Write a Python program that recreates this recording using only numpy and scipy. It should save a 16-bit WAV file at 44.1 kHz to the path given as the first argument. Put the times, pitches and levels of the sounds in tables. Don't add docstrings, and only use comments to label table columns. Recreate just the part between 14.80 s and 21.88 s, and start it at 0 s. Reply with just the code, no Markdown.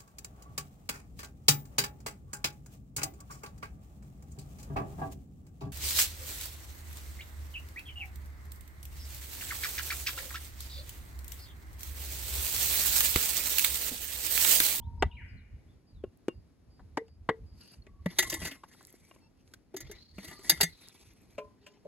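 import sys
import numpy as np
from scipy import signal
from scipy.fft import rfft, irfft, next_fast_len
from scipy.io import wavfile
from scipy.ndimage import uniform_filter1d

SR = 44100
rng = np.random.default_rng(int(sys.argv[2]) if len(sys.argv) > 2 else 0)


def file_out(sig):
    cols = np.atleast_2d(sig).T
    lim = np.clip(cols, -1, 1)
    pcm = np.round(lim * 32767).astype(np.int16)
    wavfile.write(sys.argv[1], SR, pcm)


N = 312139


def amp(db):
    return 10 ** (np.asarray(db) / 20)


def evened(x):
    return x / np.sqrt(np.mean(x ** 2) + 1e-20)


def read(points, hz):
    f, value = np.transpose(points)
    return np.interp(np.log(hz + 1), np.log(f + 1), value)


def add(mix, s, sound):
    part = mix[..., round(s * SR):][..., :sound.shape[-1]]
    part += sound[..., :part.shape[-1]]


def band(x, lo_hz, hi_hz):
    return signal.sosfilt(signal.butter(3, [lo_hz, hi_hz], "band", fs=SR, output="sos"), x)


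def coloured(table, x):
    gain = amp(read(table, np.fft.rfftfreq(x.shape[-1], 1 / SR)))
    return irfft(rfft(x) * gain, x.shape[-1])


def pair(same, count):
    a, b = rng.standard_normal((2, count))
    same = np.clip(same, 0, 1)
    return np.array([a, same * a + np.sqrt(1 - same ** 2) * b])


def smooth_noise(count, size):
    return evened(uniform_filter1d(rng.standard_normal(count), size=size))


def unsteady(count, size):
    once = uniform_filter1d(rng.standard_normal(count), size=size)
    return evened(uniform_filter1d(once, size=size))


def patchy(x, patch_db):
    z = signal.stft(x, nperseg=256)[2]
    field = uniform_filter1d(rng.standard_normal(z.shape[1:]), size=4, axis=0)
    field = uniform_filter1d(field, size=7, axis=1)
    return evened(signal.istft(z * amp(patch_db * evened(field)), nperseg=256)[1][:, :N])


# time in seconds, level in dB before the buffets and puffs.
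WIND = [(0.0, -41), (1.48, -71.5), (2.4, -52.5), (3.03, -81), (3.29, -57.5), (3.52, -50), (3.76, -67.5),
        (4.31, -67.5), (4.92, -65), (5.16, -54.5), (5.77, -57.5), (6.08, -70), (6.73, -62), (7.07, -71)]
# time in seconds, peak in dB added to the breeze as an amplitude.
BUFFETS = [(.17, -44.5), (.27, -41), (.44, -48.5), (0.558, -41.5), (0.738, -45.5), (1.169, -46),
           (1.23, -42), (1.58, -44.5), (2.02, -49.5), (2.64, -45), (2.759, -46), (2.98, -49.5),
           (3.121, -45.5), (3.219, -43.5), (3.48, -51), (3.64, -44.5), (4.679, -54.5), (5.05, -49),
           (5.37, -45), (5.791, -47.5)]
# frequency in Hz, relative density in dB per Hz.
GUST_SPECTRUM = [(19, -35.5), (33, -4.5), (82, 0), (153, -18.5), (223, -20), (300, -31.5), (390, -61),
                 (660, -120)]
# frequency in Hz, relative density in dB per Hz.
AIR_SPECTRUM = [(59, -28.5), (100, -5), (256, -5.5), (507, -17), (1350, -29), (7810, -39.5), (9880, -39),
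                (11500, -39.5), (16500, -61.5)]
AIR_DB, BUFFET_S = -65, .025


def wind():
    t = np.arange(N) / SR
    level = amp(np.interp(t, *np.transpose(WIND)))
    level = level + sum(amp(db) * np.exp(-.5 * ((t - s) / BUFFET_S) ** 2) for s, db in BUFFETS)
    puffs_db = 4.5 * unsteady(N, size=1500)
    lumps = evened(coloured(GUST_SPECTRUM, pair(.9, N)) * amp(puffs_db)) * level
    swell = amp(1.5 * smooth_noise(N, size=6000))
    return lumps + amp(AIR_DB) * swell * evened(coloured(AIR_SPECTRUM, pair(0.44, N)))


# start in seconds, frequency in Hz, nominal peak in dB, t60 in seconds.
TONES = [(0, 930, -54, 1.4), (0.292, 966, -60, 0.48), (2.174, 451, -24.5, 0.15), (2.494, 447, -24.5, 0.19),
         (3.019, 4340, -46, 0.027), (3.07, 1126, -70.5, 1.2), (3.44, 2110, -47, 0.4),
         (3.442, 1073, -51, 0.95), (4.225, 2250, -69.5, 0.2892), (5.49, 1199, -56, 0.59),
         (5.655, 1970, -48, 0.4), (6.81, 407.6, -58.5, 0.8), (6.93, 3050, -71.5, 0.2)]
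WAVER_DB = 4.5


def single_tones():
    out = np.zeros((2, N))
    t = np.arange(SR // 2) / SR
    for s, hz, db, t60 in TONES:
        waver = 0.91 * amp(WAVER_DB * min(t60 / 0.2, 1) * unsteady(len(t), size=350))
        tone = amp(db - 60 * t / t60) * waver * np.sin(2 * np.pi * hz * t)
        add(out, s, tone * signal.windows.tukey(len(t), .03))
    return out


def whistle(rows, waver, rise, fade_db):
    out = np.zeros(N)
    for start, end, *hz, db in rows:
        u = np.linspace(0, 1, max(round((end - start) * SR), 64))
        pitch = np.polyval(np.polyfit([0, .5, 1], hz, 2), u)
        pitch = pitch * (1 + waver * smooth_noise(SR // 5, size=90)[:len(u)])
        shape = (1 - np.exp(-u / rise)) * np.sqrt(1 - u ** 2) * amp(1.5 - fade_db * u)
        add(out, start, amp(db + 3.5) * shape * np.sin(2 * np.pi * np.cumsum(pitch) / SR))
    return out


def trees(x, t60):
    t = np.arange(SR) / SR
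    tail = pair(0.17, SR) * amp(-60 * t / t60) * (1 - np.exp(-t / 0.0089))
    return signal.fftconvolve(x[None], tail / np.linalg.norm(tail[0]), axes=1)[:, :N]


# start and end in seconds,
# first, middle and last pitch in Hz, nominal level in dB before the note's envelope and the mix.
NEAR_BIRD = [(.314, .336, 3014, 2663, 2508, -53), (.368, .44, 2560, 1757, 1322, -52.5)]
FAR_BIRDS = [(.015, .075, 2900, 3560, 4000, -71), (.195, .22, 5100, 5000, 4840, -65),
             (.25, .29, 4270, 3380, 2980, -70), (.3, .37, 3180, 3780, 4000, -71.5),
             (.48, .54, 5250, 4740, 4660, -75), (.57, .615, 4430, 3880, 3350, -74.5),
             (.885, .95, 3300, 3580, 3060, -77.5), (1.07, 1.14, 4980, 4710, 4520, -77),
             (1.14, 1.23, 4300, 3550, 3360, -77.5)]
# start in seconds, nominal level in dB as above.
PIPS = [(1.52, -83), (1.9, -79), (2.26, -79.5), (2.66, -77.5)]
PIP_HZ = (4900, 4820, 4900)
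PIP_S = 0.12


def birds():
    pips = [(s, s + PIP_S, *PIP_HZ, db) for s, db in PIPS]
    near = whistle(NEAR_BIRD, waver=0.034, rise=0.02, fade_db=11.8)
    far = whistle(FAR_BIRDS + pips, waver=0.02, rise=0.064, fade_db=5)
    near_echoed = amp(-1.0) * near + amp(3.0) * trees(near, t60=0.99)
    return near_echoed + far + amp(-7.0) * trees(far, t60=0.2)


BANDS_HZ = [(110, 600), (600, 1500), (1500, 3200), (3200, 9000), (9000, 14000)]
TREBLE_DAMPING = 0.14
SPREAD_DB = 2.5
FAVOUR_DB, FAVOUR_WIDTH = 8, .06
BROAD = 1.3
WAVER, WAVER_HZ, DETUNE = .45, 50, .003


def blow(modes, row, ring, clatter_db, clatter_s, thud_db, thud_s, sheen_db):
    s, low_db, body_db, ring_db, edge_db, thud_hz, favoured_hz, chatter_ms = row
    band_db = low_db, body_db, ring_db, edge_db, edge_db + sheen_db
    hz, db, t60 = np.transpose(modes)[:, :, None]
    t = np.arange(SR // 4) / SR

    hz = hz * (1 + DETUNE * rng.standard_normal(hz.shape))
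    waver = 1 + WAVER * np.sin(2 * np.pi * (WAVER_HZ * rng.random(hz.shape) * t + rng.random(hz.shape)))
    skew = np.tanh(hz / 900) * .75 * rng.standard_normal((2, len(modes), 1))
    t60 = t60 * np.minimum(2500 / hz, 1) ** TREBLE_DAMPING
    favour = FAVOUR_DB * np.exp(-(np.log(hz / favoured_hz) / FAVOUR_WIDTH) ** 2)
    db = db + SPREAD_DB * rng.standard_normal(hz.shape) + favour
    phase = 2 * np.pi * (hz * t + rng.random(hz.shape)) + skew
    body = (waver * amp(db - 60 * t / (ring * t60)) * np.sin(phase)).sum(1)
    body += amp(thud_db - 60 * t / thud_s) * np.sin(2 * np.pi * thud_hz * t)

    dense = pair(0.8, len(t))
    dense = dense + band(dense, favoured_hz / BROAD, favoured_hz * BROAD)
    dense = dense + 0.13 * signal.lfilter([1], [1, -.93], dense[0])
    u = t * 1000 / max(chatter_ms, .3)
    contact = ((1 - np.exp(-2.5 * u)) * np.exp(-u) * rng.standard_normal(len(t))) ** 2
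    decay = amp(clatter_db - 60 * t / clatter_s) ** 2
    fed = signal.fftconvolve(decay, contact / contact.sum())[:len(t)]
    clatter = np.sqrt(abs(fed)) * dense

    sound = clatter + body * (1 - np.exp(-1.5 * u))
    parts = [band(sound, *edges) for edges in BANDS_HZ]
    tops = np.sqrt([uniform_filter1d((p ** 2).mean(0), size=220).max() for p in parts])
    return s, sum(amp(d) * p / top for d, p, top in zip(band_db, parts, tops))


# nominal frequency in Hz, relative level in dB, nominal t60 in seconds.
PLATE = [(641, 3, .045), (764, -2, .06), (885, 5, .04), (1380, -9, .05), (1600, -12, .045), (1760, -8, .11),
         (1930, -6, .11), (1970, -3, .15), (2120, -5, .14), (2790, -10, .07), (3551, -11, .1),
         (3718, -9, .08), (4660, -2, .06), (4797, -8, .06), (5389, -12, .06), (6080, -10, .08),
         (6405, -9, .1), (6490, -4, .05), (6763, -10, .06), (7735, -12, .07), (8090, -7, .06),
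         (10650, -8, .055), (11160, -9, .05), (11450, -7, .05), (12270, -11, .05)]
TIN = [(361, -2, .12), (490, -6, .08), (1077, -1, .09), (1930, -14, .08), (2205, -16, .15), (2795, -7, .15),
       (3722, -12, .09)]
EMPTY = [(428, -2, .2), (475, -12, .2), (548, -4, .1), (592, 4, .2), (650, -8, .15), (1020, -5, .3),
         (1410, -16, .12), (2420, -14, .1), (2800, -15, .12), (3200, -16, .1)]
# start in seconds, peak level in dB of the thud, of the body,
# of the ring and of the bright edge, thud pitch in Hz, favoured pitch in Hz, chatter in ms (at least 0.3).
HELD_BLOWS = [(0.2228, -22, -20, -24.5, -39, 400, 760, 1.96), (1.9922, -67, -58, -76, -95, 159, 900, 4.9),
              (2.1707, -29, -26, -33.5, -45.5, 299, 1900, 2.74),
              (2.28, -64, -68.5, -68.5, -73, 302, 2780, 1.5),
              (2.4885, -25.5, -21, -28, -50.5, 298, 1880, 3.5),
              (3.066, -54, -62.5, -58, -69, 402, 2200, 1.5)]
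SET_DOWN = [(3.258, -24, -35.5, -35.5, -49.5, 175, 2000, 3), (4.9402, -36, -50, -57.5, -63, 381, 894, 4.7),
            (5.0961, -44, -56, -62, -75, 412, 915, 1.3), (5.381, -38.5, -49.5, -47.5, -60, 192, 2370, 3),
            (5.5913, -50.5, -61.5, -61.5, -62.5, 391, 810, 1.5)]
CLINKS = [(3.385, -34, -30.5, -22.5, -20.5, 367, 3650, 5.3), (3.4232, -46, -39.5, -34, -34.5, 318, 6400, 5),
          (3.4974, -66, -54, -41.5, -33, 365, 6300, 3.5), (3.5237, -38, -52, -35.5, -39.5, 329, 3000, 3.8),
          (3.5391, -46, -44, -40, -34, 298, 7000, 2.5), (3.613, -40.5, -56, -43, -53.5, 174, 2700, 15),
          (3.6479, -72, -45, -38.5, -39.5, 297, 2600, 6), (3.6677, -47, -76, -47, -41.5, 300, 6400, 6.9),
          (3.709, -49, -66, -43.5, -52, 276, 2900, 11), (4.9641, -47, -52.5, -46.5, -41, 299, 6450, 2.8),
          (5.004, -52, -58, -51, -45, 332, 6450, 2.4), (5.112, -54, -59, -50.5, -48.5, 344, 6450, 2.7),
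          (5.4428, -51, -58, -52, -50, 316, 4100, 6), (5.476, -52, -59, -49, -51.5, 162, 2900, 7),
          (5.51, -52.5, -52, -50, -56.5, 346, 1850, 4), (5.695, -40, -33, -26.5, -17, 328, 4670, 3.5),
          (5.7179, -39, -43.5, -32.5, -40, 162, 1970, 2.2), (5.8035, -45.5, -31, -38.5, -44, 400, 1100, 1),
          (5.8085, -39, -33.5, -25, -21, 408, 4660, 2.5), (5.829, -33, -40.5, -32, -24, 166, 8090, 4)]
TIN_BLOWS = [(1.237, -30.5, -49.5, -56.5, -72, 395, 2800, 2.5),
             (1.482, -22.5, -36, -40, -48.5, 360, 2740, 1.16)]
SCOOP_TAPS = [(3.8336, -57, -44, -58, -66, 647, 899.6, 4.9), (3.945, -81, -61.5, -71, -74, 444, 900, 2),
              (4.007, -67, -56, -66, -70, 590, 890, 1.443), (4.138, -52, -66, -76, -84, 480, 750, 2),
              (4.3113, -57.5, -54, -56, -72, 357, 2400, 0.73),
              (4.3606, -58, -61.5, -67, -82, 307, 1103, 0.58),
              (4.7359, -62, -60.5, -51.5, -50.5, 334, 1500, 3.2)]
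EMPTY_BLOWS = [(6.5791, -35.5, -36.5, -43.5, -57, 556.8, 2490, 3.5),
               (6.8622, -60, -57, -49.5, -57, 390.3, 2800, 5.2),
               (7.0489, -43, -70, -78, -78, 550.7, 2206, 4.1)]


def steel_blows():
    out = np.zeros((2, N))
    # modes, blows, share of ring time, clatter level in dB, clatter t60 in seconds,
    # thud level in dB, thud t60 in seconds, sheen in dB relative to the edge.
    for modes, rows, *kind in ((PLATE, HELD_BLOWS, .6, 13, .03, 3.0, .05, -10.5),
                               (PLATE, SET_DOWN, .6, 12, .03, 12, .085, 1.5),
                               (PLATE, CLINKS, 1.1, 6, .045, 6, .13, 0.5),
                               (TIN, TIN_BLOWS, .9, 17, .025, 18, .028, -6),
                               (TIN, SCOOP_TAPS, .3, 9, .02, -3, .03, -5),
                               (EMPTY, EMPTY_BLOWS, 1.05, 5, .065, 0.0, .1, -8)):
        for row in rows:
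            add(out, *blow(modes, row, *kind))
    return out


# start in seconds, peak in dB before a common 4 dB lift, nominal centre in Hz.
SNAPS = [(1.374, -52, 11470), (3.932, -55, 4603), (4.029, -46, 8000), (4.051, -38.5, 5640),
         (4.071, -39.5, 11300), (4.1046, -46, 11400), (4.127, -42.5, 12600), (4.677, -55, 2970),
         (6.086, -35.5, 5940), (6.3356, -55, 11490), (6.4186, -56, 11920)]


def rice():
    out, t = np.zeros((2, N)), np.arange(300) / SR
    for s, db, hz in SNAPS:
        burst = amp(-60 * t / 0.0024) * pair(0.95, len(t))
        click = band(burst, 0.75 * hz, min(1.92 * hz, 14500))
        add(out, s, amp(db + 4.0) * click / abs(click).max())
    return out


# time in seconds, centre in Hz, level in dB before flutter and a 2.5 dB cut.
SWISH = [(2.7, 4800, -97), (2.801, 4700, -61.5), (2.93, 4650, -65.5), (3.03, 4650, -100),
         (4.95, 3700, -110), (5.05, 3720, -78), (5.17, 4040, -61), (5.298, 4344, -64.5),
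         (5.452, 4416, -62.5), (5.797, 4534, -64.5), (5.952, 4020, -63), (6.049, 3836, -53),
         (6.15, 3410, -75), (6.351, 2407, -93)]


def swish():
    s, hz, db = np.transpose(SWISH)
    t = np.arange(N) / SR
    turn = 2 * np.pi * np.cumsum(np.interp(t, s, hz)) / SR
    slow = [signal.lfilter([1], [1, -.982], pair(0.39, N)) for _ in range(2)]
    noise = evened(slow[0] * np.cos(turn) + slow[1] * np.sin(turn))
    level_db = np.interp(t, s, db, -120, -120) + 3.5 * unsteady(N, size=500) - 2.5
    return amp(level_db) * noise


# start and end in seconds, relative level in dB of the rub
# and of the hiss above it, loudest pitch in Hz. An end before the start leaves a peak below the level.
STROKES = [(2.798, 2.94, -66, -73, 2600), (3.304, 3.33, -57, -70.5, 2000), (3.4, 3.63, -52, -54, 3300),
           (3.655, 3.7, -52.5, -64, 2600), (3.863, 3.93, -70, -75.5, 1950), (3.96, 4.02, -69.5, -76, 3600),
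           (4.08, 4.153, -70.5, -74, 2000), (4.197, 4.35, -72.5, -77, 2200), (4.6, 4.58, -73, -84, 2700),
           (4.706, 4.69, -70, -75, 2300), (5.009, 5.16, -62, -84, 2100), (5.404, 5.531, -57, -63.5, 2000),
           (5.645, 5.7, -53.5, -57, 1960), (5.72, 5.8, -55, -63, 3000), (5.86, 6.6, -75, -82.5, 2300),
           (6.019, 6.264, -68, -73.5, 2400), (6.61, 6.5, -68.5, -89, 2400), (6.82, 6.96, -70.5, -93, 900)]
STROKE_RISE_DB_PER_S, STROKE_FALL_DB_PER_S = 307.5, 201.5
LIGHT_DB, FIRM_DB = -62.5, -45


def rubbing():
    t = np.arange(N) / SR
    start, end, rub_db, hiss_db, hz = np.transpose(STROKES)[:, :, None]
    rise_db = -STROKE_RISE_DB_PER_S * np.maximum(start - t, 0)
    fall_db = -STROKE_FALL_DB_PER_S * np.maximum(t - end, 0)
    shape = amp(rise_db + fall_db)
    each, hiss = amp(rub_db) * shape, (amp(hiss_db) * shape).sum(0)
    rub = each.sum(0)
    firm = np.clip((20 * np.log10(rub + 1e-9) - LIGHT_DB) / (FIRM_DB - LIGHT_DB), 0, 1)

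    clumps = amp((3 + .8 * firm) * smooth_noise(N, size=500))
    grains = pair(0.8, N) * clumps * amp(1.2 * rng.exponential(1, N))
    broad = sum(e * evened(band(grains, f[0] / 1.2, f[0] * 1.2)) for e, f in zip(each, hz))
    broad = broad / (rub + 1e-9)
    t = np.arange(SR // 5) / SR
    ring = sum(amp(db - 60 * t / t60) * np.sin(2 * np.pi * f * t) for f, db, t60 in PLATE)
    rung = signal.oaconvolve(grains, ring[None])[:, :N]

    mids = .45 * broad + evened(band(grains, 600, 6500))
    mids = mids + (.25 + .6 * firm) * evened(band(rung, 1500, 6000))
    highs = evened(band(grains, 6000, 11000)) + .5 * evened(band(rung, 5500, 13000))
    table_top = amp(-3.5) * evened(band(grains, 110, 400))
    return rub * (patchy(mids, patch_db=3) + table_top) + amp(6.5) * hiss * patchy(highs, patch_db=2.5)


# start and end in seconds, pitch in Hz, level in dB of the stack.
SQUEAK = (4.398, 4.5, 894.5, -70.5)
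# multiple of the pitch, level in dB relative to the stack.
SQUEAK_ORDERS = [(1, -6), (3, -3), (5, -7), (6, -7)]


def squeak():
    start, end, hz, db = SQUEAK
    count = round((end - start) * SR)
    turn = 2 * np.pi * np.cumsum(hz * (1 + 0.009 * unsteady(count, size=200))) / SR
    tone = sum(amp(d + 2.8 * unsteady(count, size=300)) * np.sin(k * turn) for k, d in SQUEAK_ORDERS)
    out = np.zeros(N)
    add(out, start, amp(db) * signal.windows.tukey(count, .7) * tone)
    return out


def scene():
    table = single_tones() + steel_blows() + rice()
    table_echo = amp(-26) * trees(table.mean(0), t60=0.19)
    return wind() + birds() + table + table_echo + swish() + rubbing() + squeak()


# frequency in Hz, lead of the left port in radians.
PORTS = [(0, 0), (3000, 0), (16400, -19.3)]
# frequency in Hz, level of the left above the right in dB.
LEFT_MORE = [(100, -1), (400, 1.5), (2400, 3.5), (5000, 0.5), (12000, -0.5)]
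# frequency in Hz, gain in dB.
TONE_COLOUR = [(28, -9), (48, -0.5), (2400, 0), (3300, -2), (4700, 3.5), (6300, 0.5), (8300, -3.5),
               (10500, 1.5), (13500, -4), (16000, 2.5)]
EDGE_HZ = 16500


def record(dry):
    size = next_fast_len(N + 2048)
    hz = np.fft.rfftfreq(size, 1 / SR)
    half = amp(read(LEFT_MORE, hz) / 2) * np.exp(.5j * np.interp(hz, *np.transpose(PORTS)))
    gain = amp(read(TONE_COLOUR, hz)) * np.array([half, 1 / half])
    wet = irfft(rfft(dry, size) * gain, size)[:, :N]
    low_pass = signal.firwin(511, EDGE_HZ, window=("kaiser", 9), fs=SR)
    return signal.oaconvolve(wet, low_pass[None], "same")


dry = scene()
out = record(dry)
file_out(out)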